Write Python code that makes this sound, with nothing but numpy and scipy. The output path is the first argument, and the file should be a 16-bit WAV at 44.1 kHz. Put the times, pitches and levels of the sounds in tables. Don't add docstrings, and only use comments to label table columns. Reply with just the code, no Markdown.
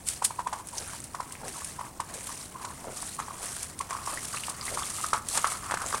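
import sys
import numpy as np
from scipy import signal
from scipy.fft import rfft, irfft
from scipy.io import wavfile
from scipy.ndimage import uniform_filter1d

SR = 44100
rng = np.random.default_rng(int(sys.argv[2]) if len(sys.argv) > 2 else 0)


def transcribe(u):
    v = np.clip(np.atleast_2d(u).T, -1, 1)
    q = np.round(v * 32767).astype(np.int16)
    wavfile.write(sys.argv[1], SR, q)


N = 264600
TIME = np.arange(N) / SR


def undb(db):
    return 10 ** (np.asarray(db) / 20)


def unit(x):
    return x / np.sqrt(np.mean(x ** 2))


def colour(x, points):
    hz, db = np.transpose(points)
    log_freq = np.log(np.fft.rfftfreq(N, 1 / SR) + 1)
    gain = undb(np.interp(log_freq, np.log(hz), db))
    cepstrum = irfft(np.log(unit(gain)), N)
    cepstrum[1:N // 2] *= 2
    cepstrum[N // 2 + 1:] = 0
    impulse = irfft(np.exp(rfft(cepstrum)), N)[:4096]
    return signal.fftconvolve(x, impulse)[:N]


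def add(out, start_s, sound):
    i = int(round(start_s * SR))
    lo, hi = max(i, 0), min(i + len(sound), N)
    if hi > lo:
        out[lo:hi] += sound[lo - i:hi - i]


def wander(rate_hz):
    step = max(int(SR / rate_hz), 1)
    held = rng.standard_normal(N)[np.arange(N) // step]
    return unit(uniform_filter1d(held, step))


def patter(rate_hz, spread_db):
    hit = rng.random(N) < rate_hz / SR
    size = np.minimum(rng.exponential(size=N), 6)
    sign = rng.choice([-1, 1], N)
    return unit(hit * undb(spread_db * size) * sign)


def bubble(hz, cycles, rise=0.07, onset=0.05):
    turns = np.arange(int(5 * cycles * SR / hz)) * hz / SR
    envelope = (1 - np.exp(-turns / onset)) * np.exp(-turns / cycles)
    return envelope * np.sin(2 * np.pi * turns * (1 + rise * turns / cycles / 2))


def bubbles(low_hz, high_hz, cycles, spread_db, count):
    out = np.zeros(N)
    for when, pitch, damping, size in rng.random((count, 4)):
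        hz = low_hz * (high_hz / low_hz) ** pitch
        size_db = -spread_db * np.log(size + 0.033)
        add(out, when * N / SR, undb(size_db) * bubble(hz, cycles * (.5 + damping)))
    return unit(out)


def flexure(hz, swell_ms, bend=0.024, stop_ms=0.31, shape=1.25):
    lead_s = 4 * swell_ms / 1000
    t = np.arange(-int(lead_s * SR), int(.004 * SR)) / SR
    early = np.maximum(-t, 0) * 1000 / swell_ms
    late = np.maximum(t, 0) * 1000 / stop_ms
    phase = 2 * np.pi * (hz * t * (1 + bend * (early / 2 - 1)) + rng.random())
    return np.exp(-early ** shape - late) * np.sin(phase), lead_s


def approach(far_db, near_db):
    return undb(far_db + (near_db - far_db) * TIME / TIME[-1])


def swell(start_s, hold_s, attack_s, release_s):
    before = np.maximum(start_s - TIME, 0)
    after = np.maximum(TIME - start_s - hold_s, 0)
    return np.exp(-before / attack_s - after / release_s)


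# pitch_hz, relative level_db (per Hz)
RUMBLE_COLOUR = [(20, -14), (45, -3.5), (75, 0.5), (130, -2), (220, -5), (450, -11.5), (1000, -14),
                 (2500, -44), (8000, -33), (16000, -29)]


def distant_rumble():
    return colour(rng.standard_normal(N), RUMBLE_COLOUR) * approach(-49.5, -47.5)


# start_s, length_s, creak level_db (at the start, before the sag)
WEIGHT_SHIFTS = [(0.539, 0.062, -40.5), (0.733, 0.012, -42), (.93, 0.012, -45), (1.17, 0.25, -53),
                 (1.552, 0.05, -49.5), (1.797, 0.067, -43), (2.103, 0.016, -50), (2.292, 0.034, -47),
                 (2.598, 0.12, -44.5), (3.196, .03, -39), (3.305, .21, -47.5), (3.896, 0.072, -37),
                 (3.985, 0.11, -41.5), (4.085, 0.052, -35.5), (4.342, .03, -39), (4.497, 0.048, -46),
                 (4.595, 0.11, -42.5), (4.774, 0.031, -36.5), (4.981, 0.026, -38.5), (5.146, 0.02, -31),
                 (5.351, 0.024, -32), (5.457, .03, -33), (5.515, 0.032, -35.5), (5.633, 0.04, -37.5),
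                 (5.692, 0.055, -35.5), (5.799, 0.038, -32.5), (5.943, 0.025, -37)]


def strain(sag_db_per_s=14, attack_s=0.0058, release_s=0.017):
    power = np.zeros(N)
    for start_s, length_s, db in WEIGHT_SHIFTS:
        sag_db = sag_db_per_s * np.maximum(TIME - start_s, 0)
        power += (undb(db - sag_db) * swell(start_s, length_s, attack_s, release_s)) ** 2
    return np.sqrt(power)


def creak(load, far_hz=980, near_hz=1190, far_ms=5.6, near_ms=1.6, scatter=0.22, spread_db=4.0, count=1400):
    out = np.zeros(N)
    for k, (late, detune, size) in enumerate(rng.random((count, 3))):
        near = (k + late) / count
        hz = (far_hz + near * (near_hz - far_hz)) * (1 + scatter * (detune - .5))
        tone, lead_s = flexure(hz, far_ms + near * (near_ms - far_ms))
        add(out, near * N / SR - lead_s, undb(-spread_db * np.log(size + 0.0067)) * tone)
    resting = approach(-75.5, -46.5)
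    return unit(out) * np.hypot(load, resting)


def wash(start_s, end_s, attack_s=0.035, release_s=0.048, settle_db=-14, settle_s=0.4):
    hold_s = max(end_s - start_s, 0)
    push = swell(start_s, hold_s, attack_s, release_s)
    return np.hypot(push, undb(settle_db) * swell(start_s, hold_s, attack_s, settle_s))


STRIDES = [(.09, .05, -67, 0.023, 0.027, -41.5, -54), (.785, .1, -45.5, -0.036, 0.21, -43.5, -49),
           (1.444, 0.092, -42, 0.049, 0.21, -43.5, -51.5), (2.12, 0.14, -46.5, 0.041, 0.28, -43.5, -50.5),
           (2.865, .12, -41.5, 0.098, 0.18, -43, -53.5), (3.41, 0.093, -45.5, 0.012, 0.21, -42.5, -52),
           (4.137, .085, -44, -0.072, 0.41, -41, -51.5), (4.719, 0.089, -40.5, -0.054, 0.4, -40, -48.5),
           (5.352, 0.068, -43.5, -0.052, 0.23, -37.5, -46), (5.869, 0.17, -42, 0.028, 0.03, -36, -44.5)]


def flow(load, squeezed_spray_db=-11, squeezed_slosh_db=-15, slosh_lag_s=0.037, slosh_sag_db_per_s=24):
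    spray = approach(-53.5, -46.5) ** 2 + (load * undb(squeezed_spray_db)) ** 2
    slosh = approach(-60, -54) ** 2 + (load * undb(squeezed_slosh_db)) ** 2
    for lift_s, _, _, delay_s, plough_s, spray_db, slosh_db in STRIDES:
        end_s = lift_s + delay_s + plough_s
        sag_db = slosh_sag_db_per_s * np.maximum(TIME - lift_s, 0)
        spray += (wash(lift_s + delay_s, end_s) * undb(spray_db)) ** 2
        slosh += (wash(lift_s + slosh_lag_s, end_s) * undb(slosh_db - sag_db)) ** 2
    return np.sqrt(spray), np.sqrt(slosh)


# pitch_hz, relative level_db (per Hz)
SPRAY_COLOUR = [(1500, -18), (3000, -10), (5000, -8.5), (7000, -4.5), (9000, 1), (10500, -5.5),
                (12500, -15.5), (16000, -31)]
SLOSH_COLOUR = [(300, -29.5), (700, 5.5), (1300, -0.5), (2000, 1.5), (3200, -4), (5000, -23), (9000, -32)]


def wading(load, spray_gain_db=1, slosh_gain_db=2.5):
    spray_flow, slosh_flow = flow(load)
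    surge_db = 1.75 * wander(rate_hz=99)
    ticks = patter(rate_hz=90, spread_db=0.5)
    fizz = bubbles(low_hz=3850, high_hz=12600, cycles=7.7, spread_db=3.0, count=2400)
    spray = patter(rate_hz=6000, spread_db=-0.4) + undb(-6.5) * fizz + undb(-5.5) * ticks
    spray = unit(colour(spray, SPRAY_COLOUR)) * spray_flow * undb(spray_gain_db)
    froth = bubbles(low_hz=1114, high_hz=4600, cycles=6.9, spread_db=2.5, count=2600)
    slosh = patter(rate_hz=3000, spread_db=4.5) + undb(-6.5) * froth + undb(-12.5) * ticks
    slosh = unit(colour(slosh, SLOSH_COLOUR)) * slosh_flow * undb(slosh_gain_db)
    return (spray + slosh) * undb(surge_db)


# start_s, length_s
PAUSES = [(.43, 0.019), (0.63, 0.011), (1.078, 0.016), (1.906, 0.12), (2.518, 0.041), (3.745, 0.072),
          (5.208, 0.054)]


def calm(drop_db=-4, fade_s=0.0097):
    still = np.max([swell(start_s, length_s, fade_s, fade_s) for start_s, length_s in PAUSES], axis=0)
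    return undb(drop_db * still)


def gulps(start_hz=920, end_hz=482, scatter=0.24, cycles=2.37, glide=0.046, gain_db=1.5, spread_db=7,
          high_ratio=1.75, high_db=-4, count=30):
    out = np.zeros(N)
    for lift_s, length_s, db, *_ in STRIDES:
        for k, (late, detune, size, split) in enumerate(rng.random((count, 4))):
            u = 1.6 * ((k + late) / count - .5)
            hz = start_hz * (end_hz / start_hz) ** (u + .5) * np.exp(scatter * 2 * (detune - .5))
            gain = undb(db + gain_db + spread_db * (2 * size - 0.5)) * np.exp(-4 * u ** 2)
            high_hz = hz * high_ratio * 2 ** (split - .5)
            add(out, lift_s + u * length_s, gain * bubble(hz, cycles, glide))
            add(out, lift_s + u * length_s, gain * undb(high_db) * bubble(high_hz, cycles, glide))
    return out


# peak_s, level_db, rise_ms, fall_ms
SLAPS = [(.077, -29, 8.8, 5.8), (.1, -35.5, 5, 12), (0.087, -21, 0.87, 3.1), (0.2491, -14, 3.3, 5.9),
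         (0.687, -34, 0.66, 4), (.784, -34.5, 7.3, 4.6), (.937, -43, 1, 3), (1.041, -33.5, .4, 4.6),
         (1.323, -30, 0.34, 2.3), (1.482, -28.5, 0.46, 0.58), (1.646, -28.5, 0.86, 3.3),
         (2.139, -34, .5, 8.6), (2.242, -32, .5, 1.5), (2.27, -32.5, .5, 3), (3.022, -32, .5, 3.7),
         (3.073, -36, 0.57, 2.5), (3.457, -31.5, 1.1, 5.1), (3.630, -23, .75, 1.7), (3.791, -29.5, 1, 3.1),
         (4.468, -35, 1, 5.5), (4.497, -28.5, 2.9, 6.3), (4.652, -31, .5, 8.4), (5.013, -29, .5, 2.3),
         (5.0645, -27, .4, 2.5), (5.086, -31, .5, 2.4), (5.2868, -19.5, 0.31, 1.5), (5.371, -30, 48, 5.7),
         (5.522, -31.5, .5, 2.1), (5.901, -35, .5, 7.2)]
# pitch_hz, relative level_db (per Hz)
SLAP_COLOUR = [(300, -26), (1200, -15.5), (2500, -8), (4500, -6), (7000, -1), (8800, 7.5), (10500, 0),
               (12500, -14), (16000, -25)]


def slaps(tail_db=-21, tail_s=0.036):
    force = np.zeros(N)
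    t = TIME[:SR // 4] - 1 / 20
    for peak_s, db, rise_ms, fall_ms in SLAPS:
        burst = np.exp(-1000 * np.abs(t) / np.where(t < 0, rise_ms, fall_ms))
        tail = undb(tail_db) * (t > 0) * np.exp(-np.abs(t) / tail_s)
        add(force, peak_s + t[0], undb(db) * (burst + tail))
    return colour(force * patter(rate_hz=19000, spread_db=0.4), SLAP_COLOUR)


# snap_s (when the snap arrives), tone level_db, pitch_hz (one swell time before the snap),
# swell_ms, snap level_db (relative)
CRACKS = [ (.2240, -17, 966, 2.6, -31.5), (0.3092, -24, 980, 3, -44), (.3936, -17.5, 1020, 3.4, -39.5),
          (0.4049, -24.5, 980, 5.1, -47), (0.4722, -18, 995, 5.5, -34), (0.5292, -21.5, 880, 2.5, -29),
          (.5370, -24, 970, 4, -55), (1.1486, -21.5, 1060, 2.2, -34.5), (1.2043, -19.5, 1004, 3.9, -37),
          (1.228, -32, 980, 4.9, -39.5), (1.621, -29.5, 1110, 2, -46), (1.7943, -24, 1010, 3.9, -41),
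          (1.809, -33, 960, 4, -44), (2.0023, -17.5, 1045, 2.4, -29), (2.016, -31, 930, 4.4, -57),
          (2.302, -37, 1110, 2.7, -40), (2.561, -30, 1050, 8.3, -55), (2.6489, -27, 1010, 4.1, -31),
          (3.0294, -27, 1010, 1.6, -37), (3.1926, -20.5, 1120, 2.8, -37), (3.2013, -18, 1130, 1.7, -38),
          (3.284, -26.5, 1020, 2, -41), (3.81, -20, 1080, 4.3, -28.5), (3.907, -40, 1090, 2.8, -30),
          (3.93, -26, 1060, 5.6, -35.5), (3.953, -26, 1094, 6, -54), (4.077, -19, 1080, 2.8, -38),
          (4.3458, -23, 1240, 2.2, -31), (4.4843, -20.5, 1080, 1.1, -47), (4.7752, -18.5, 1074, 1.9, -39),
          (4.8243, -25, 1140, 4.6, -34), (5.045, -18.5, 1243, 4.3, -40), (5.1331, -7.5, 1220, 1.2, -22.5),
          (5.148, -21, 950, 4.2, -40), (5.3750, -16, 1200, 0.85, -18), (5.4451, -6.5, 1195, 1.2, -29),
          (5.4695, -19.5, 1110, 2.7, -31), (5.7109, -13.5, 1370, 0.33, -26.5),
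          (5.721, -13, 1120, 0.52, -43), (5.7410, -12, 1100, 0.6, -29), (5.7731, -17.5, 1470, 0.76, -32),
          (5.818, -27, 1240, 0.9, -30), (5.9282, -15, 1270, .45, -43), (5.9464, -15.5, 1146, 3.6, -27.5)]
# pitch_hz, relative level_db (per Hz)
SNAP_COLOUR = [(200, -9), (1200, 7), (2500, -2), (4500, -4.5), (8500, 3.5), (11000, -5), (16000, -58)]
CRUNCH_COLOUR = [(200, -9), (550, -36), (850, 2), (1200, 3.5), (1700, -4), (2600, -10.5), (5000, -16),
                 (12000, -57)]


def cracks(after_db=-16.5, after_s=.04, decay_s=0.006, tail_db=-14, tail_s=0.011, snap_gain_db=-2,
           crunch_db=-22, crunch_s=0.013, count=7):
    tones, snaps, rubbing = np.zeros((3, N))
    t = TIME[:SR // 5]
    snap_shape = np.exp(-t / decay_s) + undb(tail_db) * np.exp(-t / tail_s)
    for snap_s, db, hz, swell_ms, snap_db in CRACKS:
        tone, lead_s = flexure(hz, swell_ms)
        add(tones, snap_s - lead_s, undb(db) * tone)
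        add(snaps, snap_s, undb(snap_db + snap_gain_db) * snap_shape)
        add(rubbing, snap_s, undb(db + crunch_db) * np.exp(-t / crunch_s))
        for k, (late, detune) in enumerate(rng.random((count, 2))):
            share = (k + late) / count
            tone, lead_s = flexure(hz * (1 + 0.23 * (detune - .5)), swell_ms)
            jump_s = snap_s + 0.00312 + share * after_s
            add(tones, jump_s - lead_s, undb(db + after_db - 19 * share) * tone)
    snap = colour(snaps * patter(rate_hz=23000, spread_db=2.5), SNAP_COLOUR)
    crunch = colour(rubbing * patter(rate_hz=3000, spread_db=-0.5), CRUNCH_COLOUR)
    return tones + snap + crunch


# start_s, level_db (relative), pitch_hz (at the start), decay_cycles
DROPS = [(0.672, -21, 9400, 4.3), (0.775, -26, 5900, 6.5), (0.782, -18.5, 5770, 9.3),
         (.895, -35, 1350, 4.1), (1.003, -26, 7600, 11), (1.353, -27.5, 2160, 1.5),
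         (4.174, -24.5, 1810, 6.9), (4.371, -24.5, 2510, 6.7), (4.436, -25, 2700, 8),
         (4.612, -23, 4700, 7.6), (4.681, -25, 1960, 6.9), (4.833, -29, 3260, 8.8), (5.863, -17, 7000, 6.5)]


def drops(gain_db=-1, split_db=-8, split_s=0.019, count=3):
    out = np.zeros(N)
    for start_s, db, hz, cycles in DROPS:
        add(out, start_s, undb(db + gain_db) * bubble(hz, cycles))
        for late, detune in rng.random((count, 2)):
            satellite = bubble(hz * (0.8 + 0.44 * detune), cycles / 2)
            add(out, start_s + late * split_s, undb(db + split_db) * satellite)
    return out


def trees(x, wet_db=-19, t60_s=0.5, onset_s=0.0022):
    t = TIME[:SR]
    echo = rng.standard_normal(SR) * undb(-60 * t / t60_s) * (1 - np.exp(-t / onset_s))
    echo = signal.sosfilt(signal.butter(1, 5000, fs=SR, output="sos"), echo)
    return undb(wet_db) * signal.fftconvolve(x, echo / np.linalg.norm(echo))[:N]


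def scene():
    load = strain()
    walker = (creak(load) + wading(load)) * calm() + gulps() + slaps() + cracks() + drops()
    return (distant_rumble() + walker + trees(walker))[None]


def record(dry):
    return signal.sosfilt(signal.ellip(14, .2, 80, 15950, fs=SR, output="sos"), dry)


dry = scene()
out = record(dry)
transcribe(out)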